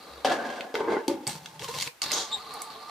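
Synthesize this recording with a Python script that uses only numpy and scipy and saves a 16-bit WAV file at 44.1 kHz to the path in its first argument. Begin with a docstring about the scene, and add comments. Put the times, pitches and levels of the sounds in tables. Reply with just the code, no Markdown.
"""A toy skateboard rolls over a table, two hollow cardboard boxes and a stone-like ledge in a living room.
Wheels and grinding axle are gritty noise shaking each surface into its resonances and its treble hiss.
Landings, pops and flips clack as cracks of noise with a short deck ring; after the last landing
the wheels skid as filtered noise and squeak as fuzzy gliding whistles.
A low table bump, early reflections, a short room tail and a soft noise floor lie underneath."""
import sys
import numpy as np
from scipy import signal
from scipy.io import wavfile
from scipy.ndimage import uniform_filter1d, map_coordinates

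SR = 44100
rng = np.random.default_rng(int(sys.argv[2]) if len(sys.argv) > 2 else 0)


def output_pcm(signal):
    """Save a mono or channel-first signal as 16-bit PCM at the path in sys.argv[1].

    Samples are clipped to [-1, 1] before scaling.
    """
    pcm = np.clip(np.atleast_2d(signal).T, -1, 1) * 32767
    wavfile.write(sys.argv[1], SR, np.round(pcm).astype(np.int16))


def boost_factor(decibels):
    """Convert a level in decibels to a linear amplitude factor."""
    exponent = np.asarray(decibels, float) / 20
    return 10 ** exponent


N = 127890  # length in samples

# Ring tables: each row: resonance in Hz, width in Hz, level in dB against the smooth spectrum.
# For every surface but the grinding axle, ring_db is added to that level.
# Hiss and other spectrum tables: each row: frequency in Hz, relative level in dB.

# Wheels on the far end of the table, then on the table after the last landing.
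# Each row: time in seconds, rumble in dB, wheel hiss in dB.
TABLE_ROLLS = [
    [(0, -48.5, -51.5), (.245, -49, -56.5)],
    [(2.019, -30.5, -56), (2.05, -55, -35), (2.105, -49.5, -38.5), (2.28, -45.5, -46.5), (2.54, -43.5, -46),
     (2.66, -45.5, -49.5), (2.9, -46, -50)],
]
FAR_TABLE_RING = [(503, 140, -10), (1220, 110, -8.5)]
TABLE_RING = [(456, 25, -1.5), (715, 52, -2.5), (860, 16, 7), (1155, 150, 0.5)]
TABLE_HISS = [(2000, -2), (3200, -5), (4200, 7), (5600, -10.5), (16000, -22)]
# Wheels on the ramp box, on the flat box, then the pop off its edge.
# Each row: time in seconds, rumble in dB, wheel hiss in dB.
BOX_ROLLS = [
    [(.246, -25.5, -31), (.312, -27, -42), (.328, -26, -32), (.365, -31, -47.5), (.54, -35.5, -46),
     (.74, -48, -64)],
    [(.741, -29, -39), (.83, -31, -55.5), (.96, -24.5, -46), (1.01, -37.5, -59), (1.075, -43.5, -62)],
    [(1.079, -25, -42), (1.13, -36, -51), (1.2, -39.5, -65), (1.267, -49, -57)],
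]
RAMP_BOX_RING = [(270.7, 14, -3.5), (532, 150, -6), (719, 45, 0), (1622, 123, -8.5)]
FLAT_BOX_RING = [(420, 110, 4.5), (906, 70, -1), (1583, 43, -7.5), (2120, 53, -14)]
BOX_EDGE_RING = [(273, 73, 7.4), (337, 81, 10.4), (533, 51, 9.5), (866, 92, 2.4)]
BOX_HISS = [(1100, -3.5), (3300, 3.5), (4800, -1.5), (16000, -28)]
# Wheels knocking the hollow boxes, one list a stretch. Each row: time in seconds, energy in dB.
BOX_KNOCKS = [
    [(.249, -3), (.3225, -5.5)],
    [(.742, -7.5), (.885, -1.5), (.968, 3)],
    [(1.081, 2), (1.098, -2)],
]
# Board balanced, then ground along the ledge. Each row: time in seconds, rumble in dB, grind in dB.
LEDGE_ROLLS = [
    [(1.268, -35, -39.5), (1.34, -43.5, -42.5), (1.4, -49, -56.5), (1.59, -51, -59)],
    [(1.594, -43.5, -50), (1.645, -41.5, -39.5), (1.672, -51, -50), (1.685, -36, -40.5), (1.722, -49, -49),
     (1.75, -38.5, -40), (1.85, -51.5, -40.5), (1.878, -41, -39.5), (1.89, -74, -90)],
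]
BALANCE_RING = [(159, 48, 0), (875, 69, -3.5)]  # board resting on one axle
LEDGE_RING = [(142, 60, 0.44), (486, 53, 0.41), (1000, 113, 0.28)]
LEDGE_HISS = [(1200, -3), (4400, 4.5), (16000, -13)]
AXLE_GRIND_RING = [(2000, 120, -0.5), (3410, 210, 2), (4220, 400, 4)]  # axle on stone
RUMBLE_SPECTRUM = [(70, -52), (230, -9), (900, -9), (2400, -25.5), (4000, -77)]

# Clacks of deck and wheels. Each row: start in seconds, peak of the crack in dB, centre in Hz.
CLACKS = [(0.608, -21.5, 2480), (0.753, -17, 1950), (1.08, -20.5, 4840), (1.2685, -19.5, 4630),
          (1.275, -16.5, 8300), (1.4589, -26, 3330), (1.594, -28, 3280), (1.621, -29, 2270),
          (1.6446, -26.5, 3160), (1.6795, -32, 1880), (1.7405, -30, 2700), (1.786, -21.5, 4040),
          (1.8002, -21, 4400), (1.8099, -21, 4640), (1.821, -19.5, 4300), (1.8247, -17, 4620),
          (1.8752, -23.5, 2300), (2.0182, -14, 4870), (2.0305, -20, 4900), (2.038, -18, 4520),
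          (2.11, -22.5, 2660), (2.1173, -14.5, 5150), (2.539, -31, 9160), (2.6186, -22.5, 8640)]
# Deck ring. Each row: frequency in Hz, level in dB against the struck part, t60 in seconds.
DECK_MODES = [(2158, -12, 0.035)]
# Wheels sliding sideways. Each row: time in seconds, level in dB.
SKID_LEVEL = [(2.121, -30.5), (2.19, -30), (2.3, -51.5)]
SKID_HISS = [(100, -34), (300, -5), (1200, -6), (2500, -17.5), (3300, -5), (6700, -6.5), (7500, -15),
             (16000, -38)]
# Squeaks of a rubbing wheel. Each row: start in seconds, length in seconds, level in dB ahead of
# the fade in and out, first pitch in Hz, last pitch in Hz, width in Hz.
SQUEAKS = [(2.128, .022, -29, 6200, 6700, 150), (2.312, .045, -28, 3650, 3800, 220)]
# Low bump of the table: start in seconds, length in seconds, pitch in Hz, peak level in dB.
TABLE_BUMP = (.08, .17, 68, -52)

# Left over right balance. Each row: time in seconds, difference in dB.
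PAN = [(0, 2), (2.9, -1)]
# Room decay. Each row: frequency in Hz, t60 in seconds.
ROOM_T60 = [(200, 0.14), (4000, 0.13), (12000, 0.22)]
# Room tail. Each row: frequency in Hz, energy in dB against the dry board.
ROOM_WET = [(100, -26.5), (500, -4.5), (10000, -2)]
# Noise floor spectrum. Each row: frequency in Hz, relative level in dB.
FLOOR_SPECTRUM = [(40, -8), (180, -8), (900, 0), (2100, -3.5), (16000, -16.5)]

LUMPS_DB, LUMP_S = 1.8, 0.012  # the load on the wheels wavers: rms depth, smoothing span
WANDER, WANDER_S = 0.04, 0.03  # resonances drift by this rms share as the wheels move along
CRACK_S, CRACK_RISE_S = 0.0015, 0.0006  # decay and rise time constants
CRACK_WIDTH = 0.54  # the crack's shoulders lie at its centre times and over this share
DECK_DB = -5  # peak of the ring against the crack
STRUCK_T60_S = 0.011  # the struck part rings at the centre of its clack
SQUEAK_OCTAVE_DB = -13
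WIDE_DB, WIDE_S = -4.5, 0.0068  # early reflections: gain, decay time constant
FLOOR_DB = -55
LOW_CUT_HZ, EDGE_HZ = 60, 16300  # bass corner, treble edge


def roll(rows, ring, hiss, ring_db, grains_per_s, spread_db, grind=(), knocks=()):
    """Wheels shake and knock the surface into its resonances and hiss on its grain."""
    lumps = evened(boost_factor(LUMPS_DB * slow(LUMP_S)))
    shake = lumps * level(rows, column=1) * grit(900, 2.8, 1.05)
    for start, db in knocks:
        add(shake, start, boost_factor(np.array([db])))  # a knock is a single-sample impulse
    rumble = signal.oaconvolve(shake, response(RUMBLE_SPECTRUM, ring, ring_db))
    rub = lumps * level(rows, column=2) * grit(grains_per_s, spread_db, 0.7)
    rubbed = signal.oaconvolve(rub, response(hiss, grind))
    return wander((rumble + rubbed)[:N])


def grit(per_s, spread_db, smooth):
    """Surface grain: tiny bumps of uneven size over a smooth rub, at rms 1."""
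    size_db = spread_db * np.minimum(rng.exponential(1, N), 3.5)
    size = boost_factor(size_db) * rng.choice([-1., 1.], N)
    bumps = size * (rng.random(N) < per_s / SR)
    return evened(evened(bumps) + smooth * rng.standard_normal(N))


def wander(x):
    """Reads x a little faster or slower, so that its resonances drift."""
    shift = slow(WANDER_S)
    shift_samples = WANDER * shift / np.std(np.diff(shift))
    return map_coordinates(x, [np.arange(N) + shift_samples], order=3)


def clack(start, db, hz):
    """A crack of noise around its centre, with short decaying rings of the deck and the struck part."""
    t = np.arange(0, 0.1, 1 / SR)
    spectrum = [(hz / 8, -24), (hz * CRACK_WIDTH, -8), (hz, 0), (hz / CRACK_WIDTH, -10), (hz * 5, -32)]
    shape = np.exp(-t / CRACK_S) * (1 - np.exp(-t / CRACK_RISE_S))
    burst = rng.standard_normal(len(t)) * shape
    crack = signal.oaconvolve(burst, response(sorted(spectrum), size=512))[:len(t)]
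    deck = np.zeros(len(t))
    for mode_hz, mode_db, t60 in DECK_MODES + [(hz, 0, STRUCK_T60_S)]:
        detuned_hz = mode_hz * (1 + WANDER * rng.standard_normal())
        deck += boost_factor(mode_db - 60 * t / t60) * np.sin(2 * np.pi * detuned_hz * t)
    return start, boost_factor(db) * (crack / np.abs(crack).max() + boost_factor(DECK_DB) * deck / np.abs(deck).max())


def skid():
    """Wheels sliding sideways: dense grit through the skid's hiss spectrum."""
    rub = level(SKID_LEVEL, column=1) * grit(3000, 6.0, 1.1)
    return signal.oaconvolve(rub, response(SKID_HISS))[:N]


def squeak(start, length, db, from_hz, to_hz, width_hz):
    """A rubbing wheel's gliding whistle and octave, made fuzzy by narrow noise."""
    u = np.arange(0, length, 1 / SR) / length
    turn = np.exp(2j * np.pi * np.cumsum(from_hz + (to_hz - from_hz) * u) / SR)
    r = np.exp(-np.pi * width_hz / SR)
    noise = rng.standard_normal((len(u) + 400, 2)) @ [1, 1j]
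    fuzz = signal.lfilter([1], [1, -2 * r, r * r], noise)[400:]  # skip the filter's build-up
    whistle = (fuzz * (turn + boost_factor(SQUEAK_OCTAVE_DB) * turn ** 2)).real
    return start, boost_factor(db) * np.sin(np.pi * u) * evened(whistle)


def bump():
    """The low bump of the table: a sine swelling and fading over half a sine arch."""
    t = np.arange(N) / SR
    start, length, hz, db = TABLE_BUMP
    arch = np.sin(np.pi * np.clip((t - start) / length, 0, 1))
    return boost_factor(db) * arch * np.sin(2 * np.pi * hz * t)


def nearest_reflections(board):
    """The two microphones hear the nearest reflections differently: a decaying blur, opposite in sign."""
    blur = rng.standard_normal(1024) * np.exp(-np.arange(1024) / (WIDE_S * SR))
    bright = np.diff(board, prepend=0)  # tilts towards the treble
    wide = boost_factor(WIDE_DB) * signal.oaconvolve(bright, blur / np.linalg.norm(blur))[:N]
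    return np.array([wide, -wide])


def room(x):
    """Sparse taps of random sign, each band dying at its own speed, different left and right."""
    taps = np.zeros((2, SR // 2))
    at = np.arange(60, SR // 2 - 20, 20)
    at = at + rng.integers(0, 20, (2, len(at)))
    np.put_along_axis(taps, at, rng.choice([-1., 1.], at.shape), 1)
    hz, t, z = signal.stft(taps, SR, nperseg=256)
    t60 = np.interp(hz, *np.transpose(ROOM_T60))[:, None]
    wet = boost_factor(np.interp(hz, *np.transpose(ROOM_WET)))[:, None] / np.sqrt(t60)
    tail = signal.istft(z * boost_factor(-60 * t / t60) * wet, SR, nperseg=256)[1]
    tail = tail / np.sqrt(2205 / (6 * np.log(10)))  # 2205 taps a second, decaying over t60
    return signal.fftconvolve(x[None], tail, axes=1)[:, :N]


def noise_floor():
    """Steady shaped noise, partly shared by left and right."""
    air = rng.standard_normal((3, N))
    both = 0.5 * air[2] + 0.8 * air[:2]
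    return boost_factor(FLOOR_DB) * signal.oaconvolve(both, response(FLOOR_SPECTRUM)[None], axes=1)[:, :N]


def response(points, peaks=(), peaks_db=0, size=4096):
    """Causal impulse response of energy 1: a smooth spectrum with resonances on top."""
    hz = np.abs(np.fft.fftfreq(size, 1 / SR))
    f, db = np.transpose(points)
    power = boost_factor(2 * np.interp(np.log(hz + 1), np.log(f + 1), db))
    for centre, width, peak_db in peaks:
        power = power + boost_factor(2 * (peak_db + peaks_db)) / (1 + (2 * (hz - centre) / width) ** 2) ** 2
    log_gain = np.log(power + 1e-10) / 2
    h = np.fft.ifft(np.exp(np.conj(signal.hilbert(log_gain)))).real  # minimum phase
    if np.sum(h[:size // 2] ** 2) <= np.sum(h[size // 2:] ** 2):
        h = np.roll(h[::-1], 1)  # turn it so that the energy comes first
    return h[:size // 2] / np.linalg.norm(h[:size // 2])


def level(rows, column):
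    """Gain over time from a dB curve, silent outside it."""
    rows = np.array(rows)
    return boost_factor(np.interp(np.arange(N) / SR, rows[:, 0], rows[:, column], left=-200, right=-200))


def slow(span_s):
    """Smooth random wobble of rms 1: noise averaged twice over the span."""
    span = round(span_s * SR)
    return evened(uniform_filter1d(uniform_filter1d(rng.standard_normal(N), span), span))


def evened(x):
    """Scales a sound to rms 1."""
    return x / np.sqrt(np.mean(x ** 2) + 1e-20)


def add(mix, start, sound):
    """Lays a sound into the mix at its start in seconds."""
    part = mix[round(start * SR):][:len(sound)]
    part += sound[:len(part)]


def scene():
    """Sums the board's sounds, then sets them in the stereo room over the noise floor."""
    board = bump()
    for rows, ring in zip(TABLE_ROLLS, (FAR_TABLE_RING, TABLE_RING)):
        board += roll(rows, ring, TABLE_HISS, ring_db=8, grains_per_s=1200, spread_db=3.5)
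    for rows, ring, knocks in zip(BOX_ROLLS, (RAMP_BOX_RING, FLAT_BOX_RING, BOX_EDGE_RING), BOX_KNOCKS):
        board += roll(rows, ring, BOX_HISS, ring_db=3.0, grains_per_s=1900, spread_db=3.0, knocks=knocks)
    for rows, ring in zip(LEDGE_ROLLS, (BALANCE_RING, LEDGE_RING)):
        board += roll(rows, ring, LEDGE_HISS, ring_db=7.5, grains_per_s=1600, spread_db=5.0,
                      grind=AXLE_GRIND_RING)
    board += skid()
    for row in SQUEAKS:
        add(board, *squeak(*row))
    for row in CLACKS:
        add(board, *clack(*row))
    half_pan = np.interp(np.arange(N) / SR, *np.transpose(PAN)) / 2
    direct = board * boost_factor(np.array([half_pan, -half_pan]))
    return direct + nearest_reflections(board) + room(board) + noise_floor()


def top_cut(x):
    """Nothing passes above the cut-off."""
    return signal.sosfilt(signal.butter(12, 16810, fs=SR, output="sos"), x)


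def record(dry):
    """The microphone rolls off the deepest bass; a steep low-pass limits the highest treble."""
    trimmed = signal.sosfilt(signal.cheby2(12, 60, EDGE_HZ, fs=SR, output="sos"), dry)
    mix = signal.lfilter(*signal.butter(2, LOW_CUT_HZ, "high", fs=SR), trimmed)
    return top_cut(mix)


dry = scene()
out = record(dry)
output_pcm(out)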